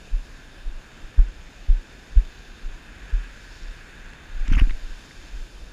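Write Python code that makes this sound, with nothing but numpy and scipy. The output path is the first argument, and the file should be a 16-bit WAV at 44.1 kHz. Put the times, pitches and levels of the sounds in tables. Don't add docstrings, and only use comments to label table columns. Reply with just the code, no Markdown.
import sys
import numpy as np
from scipy import signal
from scipy.fft import rfft, irfft, next_fast_len
from scipy.io import wavfile
from scipy.ndimage import uniform_filter1d

SR = 44100
rng = np.random.default_rng(int(sys.argv[2]) if len(sys.argv) > 2 else 0)


def bounce(signal):
    frames = np.transpose(np.atleast_2d(signal))
    limited = np.clip(frames, -1, 1)
    pcm = np.round(limited * 32767).astype(np.int16)
    wavfile.write(sys.argv[1], SR, pcm)


def ratio(d):
    e = np.asarray(d, float) / 20
    return 10 ** e


N = 252604
LOW_CUT_HZ = 20


def colour(x, gain):
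    size = next_fast_len(len(x))
    f_hz = np.arange(size // 2 + 1) * SR / size + 1e-3
    return irfft(rfft(x, size) * gain(f_hz), size)[:len(x)]


def unit(x):
    return x / np.sqrt(np.mean(x ** 2))


def band(hz, width_hz, top_hz=20000, grain_db=0):
    grains = rng.standard_normal(N) * ratio(grain_db * rng.exponential(size=N))
    return unit(colour(grains, lambda f: np.exp(-((f - hz) / width_hz) ** 2 * 2) / (1 + (f / top_hz) ** 18)))


def walk(rate_hz):
    hold = int(SR / rate_hz)
    held = np.repeat(rng.standard_normal(N // hold + 1), hold)
    return 1.1 * uniform_filter1d(uniform_filter1d(held, hold), hold)[:N]


def ring(push, hz, t60_s):
    pole = np.exp((2j * np.pi * hz - np.log(1000) / t60_s) / SR)
    return signal.lfilter([1], [1, -pole], push).imag


def add(out, x, start_s, peak_db):
    i = int(start_s * SR)
    out[i:i + len(x)] += (ratio(peak_db) * x / np.max(np.abs(x)))[:N - i]


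def jolts(table):
    out, lead_s, bottoms_s = np.zeros(N), 0.04, []
    t = np.arange(SR // 3) / SR - lead_s
    low_cut = signal.butter(3, LOW_CUT_HZ, "high", fs=SR, output="sos")
    for s, db, push_ms, hz, t60_s in table:
        push = np.exp(-(1000 * t / push_ms) ** 2 / 2)
        rock = signal.sosfilt(low_cut, ring(push, hz, t60_s))
        add(out, rock, s - lead_s, db)
        bottoms_s.append(s + t[np.argmin(rock)])
    return out, bottoms_s


def stops(table):
    t, push_ms = np.arange(N) / SR, 2.37
    return -sum(ratio(db) / np.cosh(np.clip(1000 * (t - s) / push_ms, -30, 30)) for s, db in table)


def steps():
    # t/s, peak level/dB, push/ms, mount rock f/Hz, t60/s
    heel_strikes = [
        (0.126, -14.5, 5.4, 36.1, 0.2),
        (0.6607, -19.9, 8.8, 45.3, 0.21),
        (1.182, -5.5, 2.65, 36, 0.16),
        (1.6888, -8, 2.7, 31, 0.21),
        (2.1643, -5, 3, 41.3, 0.12),
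        (2.638, -21.5, 6.6, 25.5, 0.18),
        (3.1283, -14, 2.6, 37.9, 0.3),
        (3.6746, -25, 4.9, 33, 0.11),
    ]
    # t/s, peak level/dB, mount rock f/Hz
    shuffles = [(0.1864, -30, 24), (0.712, -29, 24), (0.752, -29, 28), (1.029, -30, 30),
                (1.2592, -24.5, 38.6), (1.7524, -26.5, 39), (2.118, -30, 29.6), (2.243, -29.5, 27.8),
                (2.7231, -39, 38.4), (3.6144, -29.5, 39.6), (4.826, -22.5, 24), (4.898, -25, 24),
                (5.3236, -27.5, 24), (5.3483, -27, 39.7), (5.385, -25.5, 28), (5.418, -32, 35.5)]
    heels, bottoms_s = jolts(heel_strikes)
    stop_db, stop_db_per_ms, hard_push_ms = -8, -2.5, 3.4
    met = []
    for s, (_, db, push_ms, _, _) in zip(bottoms_s, heel_strikes):
        met.append((s, db + stop_db + stop_db_per_ms * (push_ms - hard_push_ms)))
    push_ms, mean_t60_s, mean_hz, stiffening = 5.9, 0.15, 35.2, 2.5
    toes, _ = jolts([(s, db, push_ms, hz, mean_t60_s * (hz / mean_hz) ** stiffening) for s, db, hz in shuffles])
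    return heels + stops(met) + toes


def cast():
    # t/s, peak level/dB, mount rock f/Hz, t60/s
    shakes = [(4.3449, -24.5, 36.8, 0.3), (4.3868, -15.3, 24.2, 0.125), (4.4192, -22.9, 34.5, 0.3),
              (4.4783, -14.9, 35.3, 0.3), (4.5184, -10.9, 24.0, 0.05), (4.5463, -9.2, 26.8, 0.3),
              (4.5706, -9.9, 36.3, 0.3), (4.6122, -0.0, 24.0, 0.202), (4.638, -0.5, 24.9, 0.05),
              (4.6841, -15.7, 25.4, 0.215), (4.7096, -14.3, 24.0, 0.063)]
    # t/s, peak level/dB
    whips = [
        (4.5344, -16.5),
        (4.5623, -16),
        (4.6282, -16),
    ]
    push_cycles = 0.195
    shaken, _ = jolts([(s, db, 1000 * push_cycles / hz, hz, t60_s) for s, db, hz, t60_s in shakes])
    return shaken + stops(whips)


def bumps():
    # t/s, peak level/dB, push/ms
    arm_bumps = [
        (4.516, -12, 3.1),
        (4.5726, -10.5, 3.9),
        (4.6186, -8.5, 3),
    ]
    t = np.arange(N) / SR
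    return sum(ratio(db) * np.exp(-np.clip(1000 * (t - s) / push_ms, -9, 9) ** 2) for s, db, push_ms in arm_bumps)


def hits(table, push_cycles, scatter, count, order):
    out, t = np.zeros(N), np.arange(SR // 10) / SR
    chances = rng.standard_normal((len(table), count))
    for (s, db, hz, t60_s), chance in zip(table, chances):
        push = np.exp(-(t * hz / push_cycles - 3) ** 2)
        modes = sum(ring(push, hz * (1 + scatter * c), t60_s) for c in chance)
        add(out, np.diff(modes, order), s - 2 * push_cycles / hz, db)
    return out


def gear():
    # t/s, peak level/dB, f/Hz, t60/s
    knocks = [
        (1.190, -24, 305, 0.015),
        (2.169, -32, 264, 0.0085),
        (4.484, -29, 260, 0.033),
        (4.5155, -19, 247, 0.036),
        (4.543, -25.5, 212, 0.045),
        (4.571, -24.5, 260, 0.058),
        (4.6165, -20.5, 278, 0.049),
        (4.671, -29, 274, 0.03),
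        (4.708, -33, 250, 0.017),
    ]
    # t/s, peak level/dB, f/Hz, t60/s
    ticks = [(1.1905, -35.5, 1250, .006), (1.1905, -36, 850, 0.0051), (1.1905, -31, 520, 0.0075),
             (2.170, -48, 800, .006), (3.633, -40, 5600, .008), (4.436, -46, 4200, .006),
             (4.4805, -35, 5630, .008), (4.4805, -37, 6900, .008), (4.4805, -35, 3830, .006),
             (4.525, -34.5, 5940, 0.013), (4.539, -42, 6300, 0.014), (4.557, -38.5, 6650, 0.045),
             (4.568, -30, 1200, 0.016), (4.569, -33, 2300, 0.007), (4.670, -36, 2600, 0.0072),
             (4.696, -32, 1930, .015), (4.696, -30, 2760, .01), (4.708, -29.5, 2050, 0.026),
             (4.708, -49, 2700, 0.011), (4.708, -37, 3750, 0.0087), (5.110, -34.5, 2060, .012)]
    knocking = hits(knocks, 0.18, 0.04, count=2, order=0)
    return knocking + hits(ticks, 0.45, 0.045, count=4, order=2)


def swish():
    # t/s, rms level/dB, spread/ms, centre f/Hz
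    swishes = [(4.462, -51, 7.3, 2400), (4.48, -41.5, 5.8, 1900), (4.505, -41, 5, 2090),
               (4.525, -36.5, 3.5, 2200), (4.532, -32, 1.6, 1830), (4.537, -34, 4.7, 2940),
               (4.553, -33.5, 4.1, 2500), (4.58, -33.5, 3.5, 1810), (4.587, -28.5, 3.3, 1900),
               (4.597, -26, 3.3, 2200), (4.612, -35.5, 4.7, 2020), (4.64, -50, 16, 1770),
               (4.704, -44, 4.1, 2570)]
    out, gusts, t = 0, 0, np.arange(N) / SR
    for s, db, spread_ms, hz in swishes:
        gust = np.exp(-(1000 * (t - s) / spread_ms) ** 2 / 2)
        crackle = gust * band(hz, 0.82 * hz, top_hz=3290, grain_db=2.5)
        out = out + ratio(db) * crackle * np.sqrt(np.sum(gust ** 2) / np.sum(crackle ** 2))
        gusts = gusts + ratio(db) * gust
    whistle = ratio(-34) * band(9900, 1100)
    rustle = ratio(-21.5) * band(5050, 1900)
    grit = ratio(-27.5) * band(9000, 9000, grain_db=4.0)
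    return out + gusts * (whistle + rustle + grit)


def surf():
    # t/s, swell level/dB, head turned from the sea/0-1
    swells = [(0.0, 0.5, .05), (0.39, 2, 0.43), (0.65, -0.5, 0.4), (0.94, 0.4, 0.63), (1.54, 0, 0.26),
              (2.02, 1, 0.37), (2.5, 3, 0.2), (2.94, 2, 0.9), (3.21, 4.5, 0.95), (3.55, 6, 0.16),
              (3.91, 3, .9), (4.2, -0.6, 0.84), (4.4, 4, 0.8), (4.78, 5.5, 0.2), (5.038, 6.5, 0.15),
              (5.3, 3, .02), (5.728, -0.5, .02)]
    layer_hz = (900, 1630, 2900, 5200, 8000)
    swell_share = (.01, 0.61, .3, 0.7, 0.43)
    turn_db = (0.9, 7, 1.9, -4.5, -1.6)
    # f/Hz, level per Hz/dB
    surf_colour = [(60, 8), (150, 4), (300, 2), (600, -4), (1000, -5.5), (2000, -6.5), (4000, -11),
                   (5900, -19.5), (7800, -23), (12000, -30), (15300, -31)]
    # f/Hz, width/Hz, level/dB
    cavities = [(1623, 344, 8.5), (2563, 420, 5.5), (3120, 84, 4), (3596, 205, 6.5), (4570, 380, 3.5),
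                (5290, 580, 5.5), (6224, 250, 6.5), (6900, 750, 9.5), (10270, 970, 3.5)]
    colour_hz, colour_db = np.transpose(surf_colour)

    def heard(f):
        open_db = np.interp(np.log(f), np.log(colour_hz), colour_db)
        return ratio(open_db + sum(db * np.exp(-((f - hz) / width_hz) ** 2 * 2) for hz, width_hz, db in cavities))

    bubbles = unit(rng.standard_normal(N) * ratio(1.73 * rng.exponential(size=N)))
    far = unit(colour(bubbles * ratio(0.34 * walk(20)), heard))
    s, swell_db, turned = np.transpose(swells)
    levels_db = np.outer(swell_share, swell_db) + np.outer(turn_db, turned)
    levels_db = levels_db - levels_db.mean(axis=1)[:, None]
    out, step_oct, t = 0, 1 / 3, np.arange(N) / SR
    for centre_hz in 40.4 * 2 ** np.arange(0, 9, step_oct):
        part = colour(far, lambda f: np.clip(1 - np.abs(np.log2(f / centre_hz)) / step_oct, 0, 1))
        change_db = [np.interp(np.log(centre_hz), np.log(layer_hz), row) for row in levels_db.T]
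        out = out + part * ratio(np.interp(t, s, change_db) + 1.03 * walk(9))
    return ratio(-47.0) * out


def breeze():
    # t/s, level/dB
    gusts = [(.02, -45.5), (.3, -44), (.58, -47.5), (1.0, -47), (1.38, -47.5), (1.58, -48), (1.96, -50),
             (2.3, -52), (2.65, -41), (3.02, -44), (3.36, -43.5), (3.72, -39), (4.05, -43.5), (4.32, -39),
             (4.6, -33), (5.02, -43), (5.3, -44), (5.62, -45)]
    t, calm_db, spread_s = np.arange(N) / SR, -55, 0.088
    strength = ratio(calm_db) + sum(ratio(db) * np.exp(-((t - s) / spread_s) ** 2 / 2) for s, db in gusts)
    eddies = colour(rng.standard_normal(N),
                    lambda f: f ** 3 / (f ** 3 + LOW_CUT_HZ ** 3) / (1 + (f / 42) ** 4.2))
    return unit(eddies) * strength * ratio(3.1 * walk(18))


def scene():
    return (steps() + cast() + bumps() + gear() + swish() + surf() + breeze())[None]


def top_cut(x):
    return signal.sosfilt(signal.butter(12, 15610, fs=SR, output="sos"), x)


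def record(dry):
    # f/Hz, share of the time/0-1
    dropped = [(12300, 0), (13200, .2), (14000, .4), (15200, .5), (15330, 1)]
    hz, _, frames = signal.stft(dry[0], SR, nperseg=1024)
    strip_bins, hold_frames = 3, 4
    luck = rng.standard_normal((len(hz) // strip_bins + 1, frames.shape[1]))
    luck = uniform_filter1d(luck, size=hold_frames, axis=1)
    luck = luck.argsort(axis=1).argsort(axis=1) / luck.shape[1]
    luck = np.repeat(luck, strip_bins, axis=0)[:len(hz)]
    loud_db = 20 * np.log10(uniform_filter1d(np.abs(frames).max(axis=0), size=7) + 1e-9)
    starved = 0.25 * np.outer(np.interp(hz, (11500, 13500), (0, 1)), np.interp(loud_db, (-30, -18), (0, 1)))
    kept = luck >= np.interp(hz, *np.transpose(dropped))[:, None] + starved
    mix = signal.istft(frames * kept, SR, nperseg=1024)[1][None, :N]
    return top_cut(mix)


dry = scene()
out = record(dry)
bounce(out)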